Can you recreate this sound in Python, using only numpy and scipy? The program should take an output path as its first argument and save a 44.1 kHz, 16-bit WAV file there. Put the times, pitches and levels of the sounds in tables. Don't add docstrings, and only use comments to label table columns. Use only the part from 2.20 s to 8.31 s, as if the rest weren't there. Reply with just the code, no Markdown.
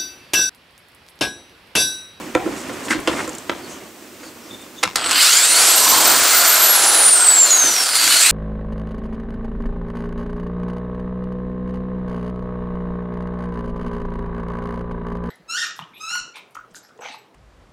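import sys
import numpy as np
from scipy import signal
from scipy.fft import rfft, irfft
from scipy.io import wavfile
from scipy.ndimage import uniform_filter1d

SR = 44100
rng = np.random.default_rng(int(sys.argv[2]) if len(sys.argv) > 2 else 0)


def unload_audio(sound):
    columns = np.transpose(np.atleast_2d(sound))
    steps = np.round(np.clip(columns, -1, 1) * 32767)
    wavfile.write(sys.argv[1], SR, steps.astype(np.int16))


def decibels_to_gain(level_db):
    exponent = np.asarray(level_db, float) / 20
    return 10 ** exponent


N = 269451
T = np.arange(N) / SR
HZ = np.fft.rfftfreq(N, 1 / SR)


def evened(x):
    return x / np.sqrt(np.mean(x ** 2) + 1e-20)


def read(points, hz=HZ):
    f, value = np.transpose(points)
    return np.interp(np.log(hz + 1), np.log(f + 1), value)


def curves(rows):
    s, *columns = np.transpose(rows)
    return [np.interp(T, s, c) for c in columns]


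def add(mix, s, sound):
    part = mix[round(s * SR):][:len(sound)]
    part += sound[:len(part)]


def drift(hz):
    noise = uniform_filter1d(rng.standard_normal(N), int(SR / hz / 4))
    return evened(signal.lfilter([1], [1, -np.exp(-2 * np.pi * hz / SR)], noise))


def above(x, hz):
    return signal.lfilter(*signal.butter(3, hz, "high", fs=SR), x)


def resonate(x, hz, width):
    r = np.exp(-np.pi * width / SR)
    return signal.lfilter([1 - r], [1, -2 * r * np.cos(2 * np.pi * hz / SR), r * r], x)


def bump(hz, center, width):
    return 1 / (1 + (2 * (hz - center) / width) ** 2)


def pair(left, other, same):
    c = np.clip(read(same), 0, 1)
    return np.array([left, c * left + np.sqrt(1 - c ** 2) * other])


def banded(spectra, edges_hz, levels_db, span):
    lows = [0] + [1 / (1 + (HZ / e) ** 8) for e in edges_hz] + [1]
    bands = [irfft(spectra * np.sqrt(abs(b - a)), N) for a, b in zip(lows, lows[1:])]
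    return sum(decibels_to_gain(db) * band / band[:, span].std() for db, band in zip(levels_db, bands))


def echoes(x, t60=.09, wet_db=-5, dull_hz=12000, rattle_db=0):
    taps = np.zeros((2, 8000))
    at = np.arange(60, 7960, 20) + rng.integers(0, 20, (2, 395))
    np.put_along_axis(taps, at, rng.choice([-1., 1.], at.shape) * decibels_to_gain(-60 * at / SR / t60), 1)
    taps = taps[0] + 0.89 * taps
    taps = signal.lfilter(*signal.butter(1, min(dull_hz, 20000), fs=SR), taps)
    taps *= decibels_to_gain(wet_db) / np.linalg.norm(taps[0])
    tail = signal.fftconvolve(x[None], taps, axes=1)[:, :N]
    return x + tail * decibels_to_gain(rattle_db * (drift(235) - 0.74))


# (time [s], trigger [0-1])
POWER = [
    (2.76, 1),
    (4.07, 1),
    (4.12, 0),
    (5.85, 0),
    (5.89, 1),
    (6.11, 1),
]
EDGES_HZ = [700, 2500, 10000]


def drill():
    hz = uniform_filter1d(speed(), 3000)
    power, = curves(POWER)
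    running = T > SPIN_UP[0][0]
    unsteady = (.0004 + .0028 * power) * drift(60)
    turns = np.cumsum(hz * (1 + unsteady)) / SR / 40
    strain = power / (1 + (hz / 7000) ** 8)
    lines, wobble = shaft_tones(turns, hz, power, strain)
    body = housing(brush_hiss(turns, hz, power), lines, hz) + wobble
    sung = echoes(decibels_to_gain(3.5) * whine(turns, hz, power, strain) * running, t60=0.25, wet_db=-8)
    return running * banded(rfft(body), EDGES_HZ, parts_db(hz), running) + sung


# (time [s], whine [Hz])
SPIN_UP = [(2.76, 300), (2.95, 3520), (3.13, 6720), (3.2, 7540), (3.5, 11610), (3.6, 12540), (3.75, 13590),
           (3.9, 14390), (4.09, 15122)]
# (time [s], whine [Hz])
RESTART = [(5.87, 4350), (6.0, 7250), (6.065, 8900), (6.11, 9750)]


def speed():
    (up,), (again,), (off_s, off_hz) = curves(SPIN_UP), curves(RESTART), SPIN_UP[-1]
    equal_hz, coast_per_s = 11640.6, .312493
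    angle = np.arctan(off_hz / equal_hz) - coast_per_s * np.maximum(T - off_s, 0)
    coast = equal_hz * np.tan(angle)
    return np.where(T < off_s, up, np.where(T < RESTART[0][0], coast, again))


# (frequency [Hz], level [dB])
VENT = [(1000, -58), (3500, -9), (5100, -29.5), (6000, -19), (7000, -15), (9700, -14), (10500, -20),
        (15000, -23)]
# (frequency [Hz], width [Hz], boost [dB])
VENT_MODES = [(4600, 250, 4), (5500, 150, 6), (6350, 250, 5), (6800, 200, 5), (7400, 300, 6),
              (8020, 200, 7), (8850, 200, 5), (9320, 300, 6), (10350, 200, 6), (11250, 150, 6),
              (11650, 250, 8), (12150, 300, 9), (13250, 300, 9), (14350, 350, 9)]
# (time [s], depth [dB], length [s])
DROPS = [(2.95, 9, .04), (3.058, -5, 0.045), (3.302, 1.5, .07), (3.498, -1, .03), (3.86, 1, 0.061),
         (4.015, 12, .012), (4.25, 3, 0.018), (4.34, -6, .015), (4.61, 3, 0.039), (4.643, 1, 0.011),
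         (4.725, 7, 0.015), (4.898, 3, .012), (5.053, 1.5, .015), (5.283, 15, 0.019), (5.504, 0.5, 0.018),
         (5.54, 6, 0.019), (5.67, 5, 0.037), (5.98, 6, .025), (6.035, -4.5, .03), (6.1, 5, 0.027)]


def whine(turns, hz, power, strain):
    db = read(VENT, hz) + sum(boost * bump(hz, f, w) for f, w, boost in VENT_MODES)
    db += -8.5 * power / (1 + (hz / 13600) ** 4)
    db += curves(MESH)[0] - 2 * 2.5 * strain
    db -= sum(depth * np.exp(-((T - s) / length) ** 4) for s, depth, length in DROPS)
    return decibels_to_gain(db + (1.5 + 2.5 * power) * drift(40)) * np.cos(2 * np.pi * 40 * turns)


# (times per turn, level [dB])
GEAR = [(9, -19), (12, -24), (18, -17.5), (27, -20), (36, -19)]
# (times per turn, level
# [dB])
BARS = [(12, -30), (16, -32), (24, -24), (36, -19.5), (41, -22), (48, -21), (60, -22), (72, -18), (80, -14),
        (84, -18)]
# (time [s], level [dB])
MESH = [
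    (5.8, 0),
    (5.86, -8),
    (5.95, -7),
    (6.01, 0),
    (6.06, -2),
]
# (times per turn, time [s], length [s], change [dB])
TONE_SWELLS = [(9, 2.95, .05, -8), (27, 2.97, .04, -6), (27, 3.32, .1, -9), (27, 3.56, .07, 5),
               (18, 3.68, .06, 9), (36, 3.48, .1, -7), (12, 3.2, .04, 6), (18, 3.37, .05, 4),
               (18, 3.52, .07, -7), (18, 6.0, .05, -8), (80, 5.8, .06, -9), (36, 5.45, .08, -5),
               (24, 4.85, .12, -5), (24, 5.32, .08, 7), (36, 4.62, .2, -6), (36, 5.23, .04, 3),
               (48, 5.52, .03, 6), (36, 5.72, .08, 6), (36, 5.85, .03, -6), (12, 6.05, .04, 9),
               (18, 6.09, .04, 2), (36, 6.09, .04, 5), (27, 6.03, .06, -7), (18, 3.45, .04, -6),
               (18, 3.27, .03, -5), (18, 3.2, .02, -4), (12, 3.3, .05, 5), (9, 3.17, .06, -4),
               (18, 3.32, .03, -5), (16, 4.77, .06, 10), (24, 5.12, .08, -7), (24, 5.46, .05, 5),
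               (36, 5.03, .04, 4), (12, 5.96, .05, -5), (72, 5.82, .07, -8), (84, 5.82, .07, -8),
               (24, 5.31, .05, 5), (18, 6.07, .02, 5), (36, 6.07, .03, 3), (12, 3.02, .05, 4),
               (18, 3.23, .04, 4)]


def shaft_tones(turns, hz, power, strain):
    flutter, shake = drift(30), drift(90)

    def order(k, db):
        change_db = sum(d * np.exp(-((T - s) / length) ** 2) for o, s, length, d in TONE_SWELLS if o == k)
        level = decibels_to_gain(db + change_db + (1.6 - .2 * power) * np.roll(flutter, 997 * k))
        phase = 2 * np.pi * k * turns + .85 * power * np.roll(shake, 1499 * k)
        return level * np.cos(phase) * (k * hz / 40 < 16000)

    teeth = power * decibels_to_gain(2.5 * strain + curves(MESH)[0]) * sum(order(*o) for o in GEAR)
    bars = (1 - power) * sum(order(*o) for o in BARS)
    wobble = (1 - power) * order(2, -21.5) / (1 + (11500 / hz) ** 8)
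    return teeth + bars, wobble


# (frequency [Hz], likeness [0-1])
SAME_DRILL = [(60, 0.97), (180, 0.98), (550, 0.94), (1650, 1), (2500, 0.91), (4970, 0.92), (8500, 0.92),
              (11000, 1), (15000, 1)]


def brush_hiss(turns, hz, power):
    throb = 1 + 0.086 * np.cos(2 * np.pi * turns) + 0.095 * np.cos(8 * np.pi * turns)
    mains_depth = 0.39 * power / (1 + (hz / 3800) ** 2)
    throb *= 1 + mains_depth * np.cos(2 * np.pi * 119.8 * T)
    sparks = decibels_to_gain((-0.4 + 0.5 * power) * drift(320) + 1.0 * drift(31))
    return pair(*rfft(rng.standard_normal((2, N)) * throb * sparks), SAME_DRILL)


# (frequency [Hz], level [dB per Hz])
HISS = [(35, -72), (60, -42), (86, -32), (359, -14), (709, -13), (831, -9), (1340, 0), (1920, -6.5),
        (4350, -3), (5330, 1), (8020, 3), (13500, -17)]
# (frequency [Hz], width [Hz], boost [dB])
HOUSING = [(696, 184, 4), (996, 63, 2.5), (1510, 910, 5), (2080, 320, 2.5), (3000, 1200, 1.5),
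           (4366, 1270, 6), (5990, 120, 4), (6000, 5700, -5.5), (6140, 940, 0), (7240, 340, 4.5),
           (8000, 110, 2.5), (9300, 130, 5.5), (11730, 330, 5.5), (14100, 550, 5)]


def housing(hiss, lines, hz):
    def shell(depth, shift=1):
        modes_db = sum(db * bump(HZ, f * shift, w) if shift == 1 else
                       db / (1 + (2 * (HZ - f * shift) / w) ** 2) for f, w, db in HOUSING)
        return evened(decibels_to_gain(read(HISS) + depth * modes_db))

    grip_shift, grip_per_s = .025, 3
    grip = .5 + .5 * np.tanh(drift(grip_per_s))
    bare = grip * irfft(hiss * shell(2.47, 1 - grip_shift), N)
    bare += (1 - grip) * irfft(hiss * shell(2.8, 1 + grip_shift), N)
    most_wind = .9 + 0.074 * np.tanh(drift(5.8))
    wind = np.clip((hz - 2500) / 7000 + 0.23 * drift(4.9), 0, most_wind)
    body = np.sqrt(1 - wind) * bare + np.sqrt(wind) * irfft(hiss * shell(0.83), N)
    clear = 1.7 * np.exp(-((hz - 8500) / 5800) ** 2)
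    return body + clear * irfft(rfft(lines) * shell(1.5) * decibels_to_gain(3), N)


# (time [s], motor level [dB], bit pressure [0-1])
WORK = [(2.83, -27, 0.44), (2.89, -19, 0), (2.98, -11.5, 0), (3.18, -13.5, 0.22), (3.28, -16, 0.26),
        (3.4, -13.5, 0.64), (3.68, -14.5, 0.62), (3.9, -14, 0.98), (4.08, -14.5, 0.57), (4.4, -15, 0.56),
        (4.78, -16, 0.65), (4.9, -18.5, 0.59), (5.2, -20, 0.57), (5.48, -20, 0.44), (5.735, -21.5, 0.2),
        (5.76, -15.5, 0.03), (5.9, -13, 0.01), (6.08, -14.5, 0.1)]
# (level [dB], share of the motor level, added by full pressure [dB])
PARTS = [
    (-36, 0.28, 14.5),
    (-30, 0.53, 5.5),
    (-15, 1, 0.4),
    (-25, 0.98, 1),
]


def parts_db(hz):
    motor_db, pressure = curves(WORK)
    levels = [db + share * (motor_db + 15) + press_db * pressure for db, share, press_db in PARTS]
    rumble, wall, shell, air = levels
    wall = wall + 5 * np.exp(-((T - 4.3) / 0.45) ** 4)
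    air = air + 30 * np.minimum(np.log2(hz / 3980), 0)
    return rumble, wall, shell, air


# (time [s], length [s], level [dB], pitch [Hz], width [Hz])
GROANS = [(2.72, 0.35, -36.5, 298, 126), (2.879, 0.22, -21.5, 2930, 570), (5.86, 0.17, -22, 4500, 300),
          (5.89, 0.15, -20, 4300, 300), (5.74, 0.18, -27, 4700, 500), (5.997, 0.12, -21, 2460, 330),
          (4.92, 0.17, -27, 1400, 250), (4.5, 0.19, -29, 1560, 190), (3.499, 0.46, -21.5, 1020, 220),
          (3.56, 0.56, -31, 301, 116), (3.57, 0.15, -45, 135, 40), (5.6, 0.24, -52, 140, 40),
          (4.4, 0.61, -30.5, 816, 130), (2.9, 0.22, -20, 4900, 390), (2.72, 0.49, -23.5, 8050, 260),
          (2.75, 0.074, -34, 8100, 350), (2.75, 0.17, -35, 4750, 400), (2.83, 0.11, -29, 1300, 360),
          (5.753, 0.24, -37.5, 302, 110), (3.953, 0.67, -26, 1417, 170), (4.85, 0.08, -14.5, 9470, 170),
          (5.73, 0.072, -20, 9600, 500), (5.5, 0.36, -24, 9300, 200), (5.73, .16, -28, 6500, 200),
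          (5.87, 0.11, -23, 3000, 230), (5.76, .12, -29, 2600, 900), (6.6, .07, -25, 8600, 250),
          (2.75, 0.15, -29.5, 3000, 1100), (5.86, 0.2, -22, 9500, 500), (3.16, 0.12, -26, 2350, 200),
          (3, .2, -27, 3400, 300), (3.14, 0.077, -21, 4900, 200), (2.9, 0.13, -27, 3100, 200),
          (2.96, .11, -26, 4400, 250), (3.05, .07, -27, 1350, 200), (3.98, 0.48, -26, 4450, 250),
          (4.46, .16, -27, 3500, 250), (4.1, 0.21, -30, 700, 91), (4.05, 0.14, -27, 2160, 230),
          (5.12, .4, -35, 9350, 250), (5.1, 0.17, -33, 4300, 300)]


def groans():
    return whistles(GROANS)


# (time [s], level [dB], color [Hz], fade by 60 dB [s])
SNAPS = [(2.629, -13, 3000, 0.073), (2.632, -5.5, 3000, 0.047), (2.636, -1.5, 2800, 0.022),
         (2.757, -7, 4650, 0.023), (2.759, -4, 5250, 0.016), (2.8425, -13, 3500, 0.027),
         (2.859, -12, 3000, 0.023), (2.9106, -7, 6000, 0.079), (5.877, -3, 4730, 0.025)]
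# (time [s], level [dB])
CHATTER = [(5.564, -7), (5.581, -13), (5.615, -12), (5.689, -9), (5.733, -13), (5.754, -9), (5.784, -14),
           (5.84, -7), (5.925, -7), (5.944, -9), (5.988, -9), (6.012, -9), (6.06, -9)]
# (time [s], level [dB])
CLASHES = [
    (2.8927, -6),
    (2.916, -1),
    (2.9294, 1),
    (2.958, -2),
    (2.9752, -8),
    (3.034, -9),
]


def gear_snaps():
    snaps = SNAPS + [(s, db, 8000, .04) for s, db in CHATTER]
    snaps = snaps + [(s, db - 6.5, 4000, .02) for s, db in CLASHES]
    return strike([(s, db - 26 * min(3000 / hz, 1) ** -.7, db, hz, t60) for s, db, hz, t60 in snaps])


# (time [s], ring [dB], crack [dB], crack color [Hz], crack fade by 60 dB [s])
KNOCKS = [(.15, -8.5, -1.5, 1330, 0.014), (.259, -24, -13, 250, 0.063), (.494, -25.5, -30, 2000, 0.15),
          (.683, -50, -22, 1500, .05), (.707, -41, -15.5, 2250, 0.24), (.734, -40, -23, 2030, 0.06),
          (.874, -14, -6, 1770, 0.069), (.929, -25, -16, 870, 0.15), (1.075, -24, -34, 800, .06),
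          (1.295, -27, -5.5, 1330, 0.02), (2.031, -39, -33, 1200, 0.12), (5.432, -48, -19.5, 171, 0.4)]


def knocks():
    return strike(KNOCKS)


# (frequency [Hz], level [dB], decay value [s]; a mode fades by 60 dB in 0.38 times
# this, at most 0.2 s)
TUB = [(319, 5.5, 0.22), (509, 9, 0.12), (748, -6, 0.32), (1020, 4.5, 0.098), (1380, 7, 0.075),
       (1830, 21, 0.02)]


def strike(blows):
    out, t = np.zeros(N), T[:8000]
    shifts = rng.uniform(.96, 1.04, (len(blows), len(TUB)))
    noises = rng.standard_normal((len(blows), 8000))
    for (s, ring_db, crack_db, hz, t60), noise, shift in zip(blows, noises, shifts):
        ring = sum(decibels_to_gain(d - 60 * t / min(0.38 * decay, .2)) * np.sin(2 * np.pi * f * k * t)
                   for (f, d, decay), k in zip(TUB, shift))
        crack = evened(above(resonate(noise, min(hz, 15000), 3.0 * hz), 0.18 * hz))
        crack = crack * (decibels_to_gain(-60 * t / t60) + 1.17 * decibels_to_gain(-60 * t / 0.01))
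        ring = decibels_to_gain(ring_db - 2.5) * ring * np.minimum(t / 0.0052, 1)
        add(out, s, ring + decibels_to_gain(crack_db - 5.0) * crack * np.minimum(t * hz / 1.9, 1))
    return signal.lfilter(*signal.butter(2, 9500, fs=SR), out)


# (time [s], length [s], level [dB], pitch [Hz],
# width [Hz])
SQUEAKS = [(.688, 0.062, -17, 1980, 900), (.698, 0.039, -16.5, 300, 83), (2.3, 0.063, -38, 240, 130),
           (2.63, 0.088, -38.5, 130, 97), (.2, .2, -32, 290, 80), (.255, .03, -26, 520, 150),
           (1.297, 0.028, -27, 450, 350), (2.63, 0.068, -35.5, 187, 75), (.248, 0.035, -19, 340, 140),
           (.95, 0.091, -23.5, 1970, 2400), (1.293, 0.0087, -15.5, 1400, 790), (.16, 0.12, -32, 770, 120),
           (.732, 0.049, -20, 307, 75), (1.5, 0.09, -43, 3030, 450), (1.4, 0.09, -45, 4500, 350),
           (1.47, 0.12, -41, 6400, 1300), (2, 0.12, -46, 4640, 600), (2, .1, -49, 6700, 500),
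           (2.2, .12, -48, 5500, 900), (2.282, 0.092, -39, 3610, 220), (2.36, 0.098, -47, 3600, 150),
           (2.558, 0.064, -40, 3600, 200), (2.564, .06, -42, 6500, 900)]


def squeaks():
    return whistles(SQUEAKS)


def whistles(rows):
    out, lumps = np.zeros(N), decibels_to_gain(1.8 * drift(60) - 1)
    for (s, length, db, hz, width), noise in zip(rows, rng.standard_normal((len(rows), SR))):
        n = int(length * SR)
        tone = resonate(resonate(noise[:n + 2000], hz, width), hz, width)[2000:]
        swell = signal.windows.tukey(n, .9) * lumps[int(17 * hz) % SR:][:n]
        add(out, s, decibels_to_gain(db) * evened(tone) * swell)
    return out


# (time [s], level [dB])
DRAG = [(0, -33), (.11, -35), (.318, -31.5), (.6, -35), (.65, -31.5), (.866, -34), (.918, -27),
        (1.086, -32.5), (1.25, -40), (1.456, -36), (1.624, -39), (1.722, -45.5), (1.95, -44.5),
        (2.264, -42.5), (2.432, -44.5), (2.636, -45), (2.696, -51), (2.76, -38)]
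# (level [dB], share of the drag level)
DRAG_PARTS = [
    (-38.5, 0.96),
    (-42, 0.95),
    (-44, 0.6),
]
# (frequency [Hz], level [dB per Hz])
RUB = [(18, -60), (30, -26), (81, -10), (152, -9), (237, -1.5), (370, 0), (421, -6), (749, -9), (1080, -5),
       (2130, -10.5), (3900, -19.5), (7690, -18.5), (15600, -37.5)]
# (frequency [Hz], likeness [0-1])
SAME_HAND = [(60, 0.95), (180, 1), (550, 0.9), (1650, 0.7), (4970, 0.7), (15000, 1)]


def handling():
    grains = rng.standard_normal((2, N)) * decibels_to_gain(0.44 * drift(104) + 1.0 * drift(7.6))
    drone = 1 + 0.41 * bump(HZ, 310, 60)
    spectra = pair(*rfft(grains), SAME_HAND) * decibels_to_gain(read(RUB)) * drone
    levels_db = [db + share * (curves(DRAG)[0] + 38) for db, share in DRAG_PARTS]
    return banded(spectra, [600, 3000], levels_db, T > 0) * (T < 2.8)


# (time [s], length [s], level [dB])
RUSTLES = [(.25, .07, -44), (0.337, 0.12, -35), (0.519, 0.042, -38.5), (0.619, 0.077, -34),
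           (0.674, 0.082, -26.5), (0.882, 0.21, -34), (1.465, 0.1, -40), (2.007, 0.12, -47),
           (2.252, .15, -49)]


def rustles():
    return whistles([(*row, 7560, 4500) for row in RUSTLES])


# (time [s], peak [dB], pitch [Hz])
TICKS = [(0.802, -37, 10500), (1.05, -36, 5030), (1.077, -31, 7340), (1.093, -30, 7500), (1.13, -35, 6500),
         (1.15, -32, 7400), (1.183, -30.5, 7440), (2.416, -41, 8000), (5.3052, -12.5, 6900),
         (2.758, -17, 4900), (2.759, -19, 8000)]


def ticks():
    out, t = np.zeros(N), T[:600]
    for (s, db, hz), noise in zip(TICKS, rng.standard_normal((len(TICKS), 600))):
        add(out, s, decibels_to_gain(db + 4.5 - 60 * t / 0.031) * evened(resonate(noise, hz, 1100)))
    return out


# (frequency [Hz], level [dB per Hz])
ROOM = [(15, -46), (25, -35.5), (110, -16), (148, -24.5), (194, 0.5), (234, 6.5), (744, -5.5), (948, -13),
        (7740, -10), (8390, -14.5), (15600, -11)]
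# (frequency [Hz], level [dB])
HUM = [(8400, -61)]


def room():
    floor = irfft(pair(*rfft(rng.standard_normal((2, N))), SAME_HAND) * decibels_to_gain(read(ROOM)), N)
    whistle = sum(decibels_to_gain(db + 3 + 2 * drift(8)) * np.cos(2 * np.pi * f * T + drift(10)) for f, db in HUM)
    return decibels_to_gain(-44.5) * evened(floor) + whistle


def scene():
    tool = above(drill(), 218)
    blows = above(gear_snaps() + knocks(), 194)
    rubbing = above(groans() + squeaks() + rustles(), 96)
    small = echoes(blows + ticks() + rubbing, t60=0.24, wet_db=-7, dull_hz=4560, rattle_db=4.5)
    return tool + handling() + room() + small


def roll_off(x):
    return signal.sosfilt(signal.butter(12, 15740, fs=SR, output="sos"), x)


# (frequency [Hz], left minus right [dB])
LEAN = [(60, -2), (180, -2), (550, -3), (1650, -0.5), (4970, -1), (15000, 0)]


def record(dry):
    lean = decibels_to_gain(np.outer([.5, -.5], read(LEAN))) * (HZ < 15750) * (HZ > 25)
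    x = irfft(rfft(np.tanh(0.74 * dry) / 0.83) * lean, N)
    return roll_off(np.clip(x, -1, 1))


dry = scene()
out = record(dry)
unload_audio(out)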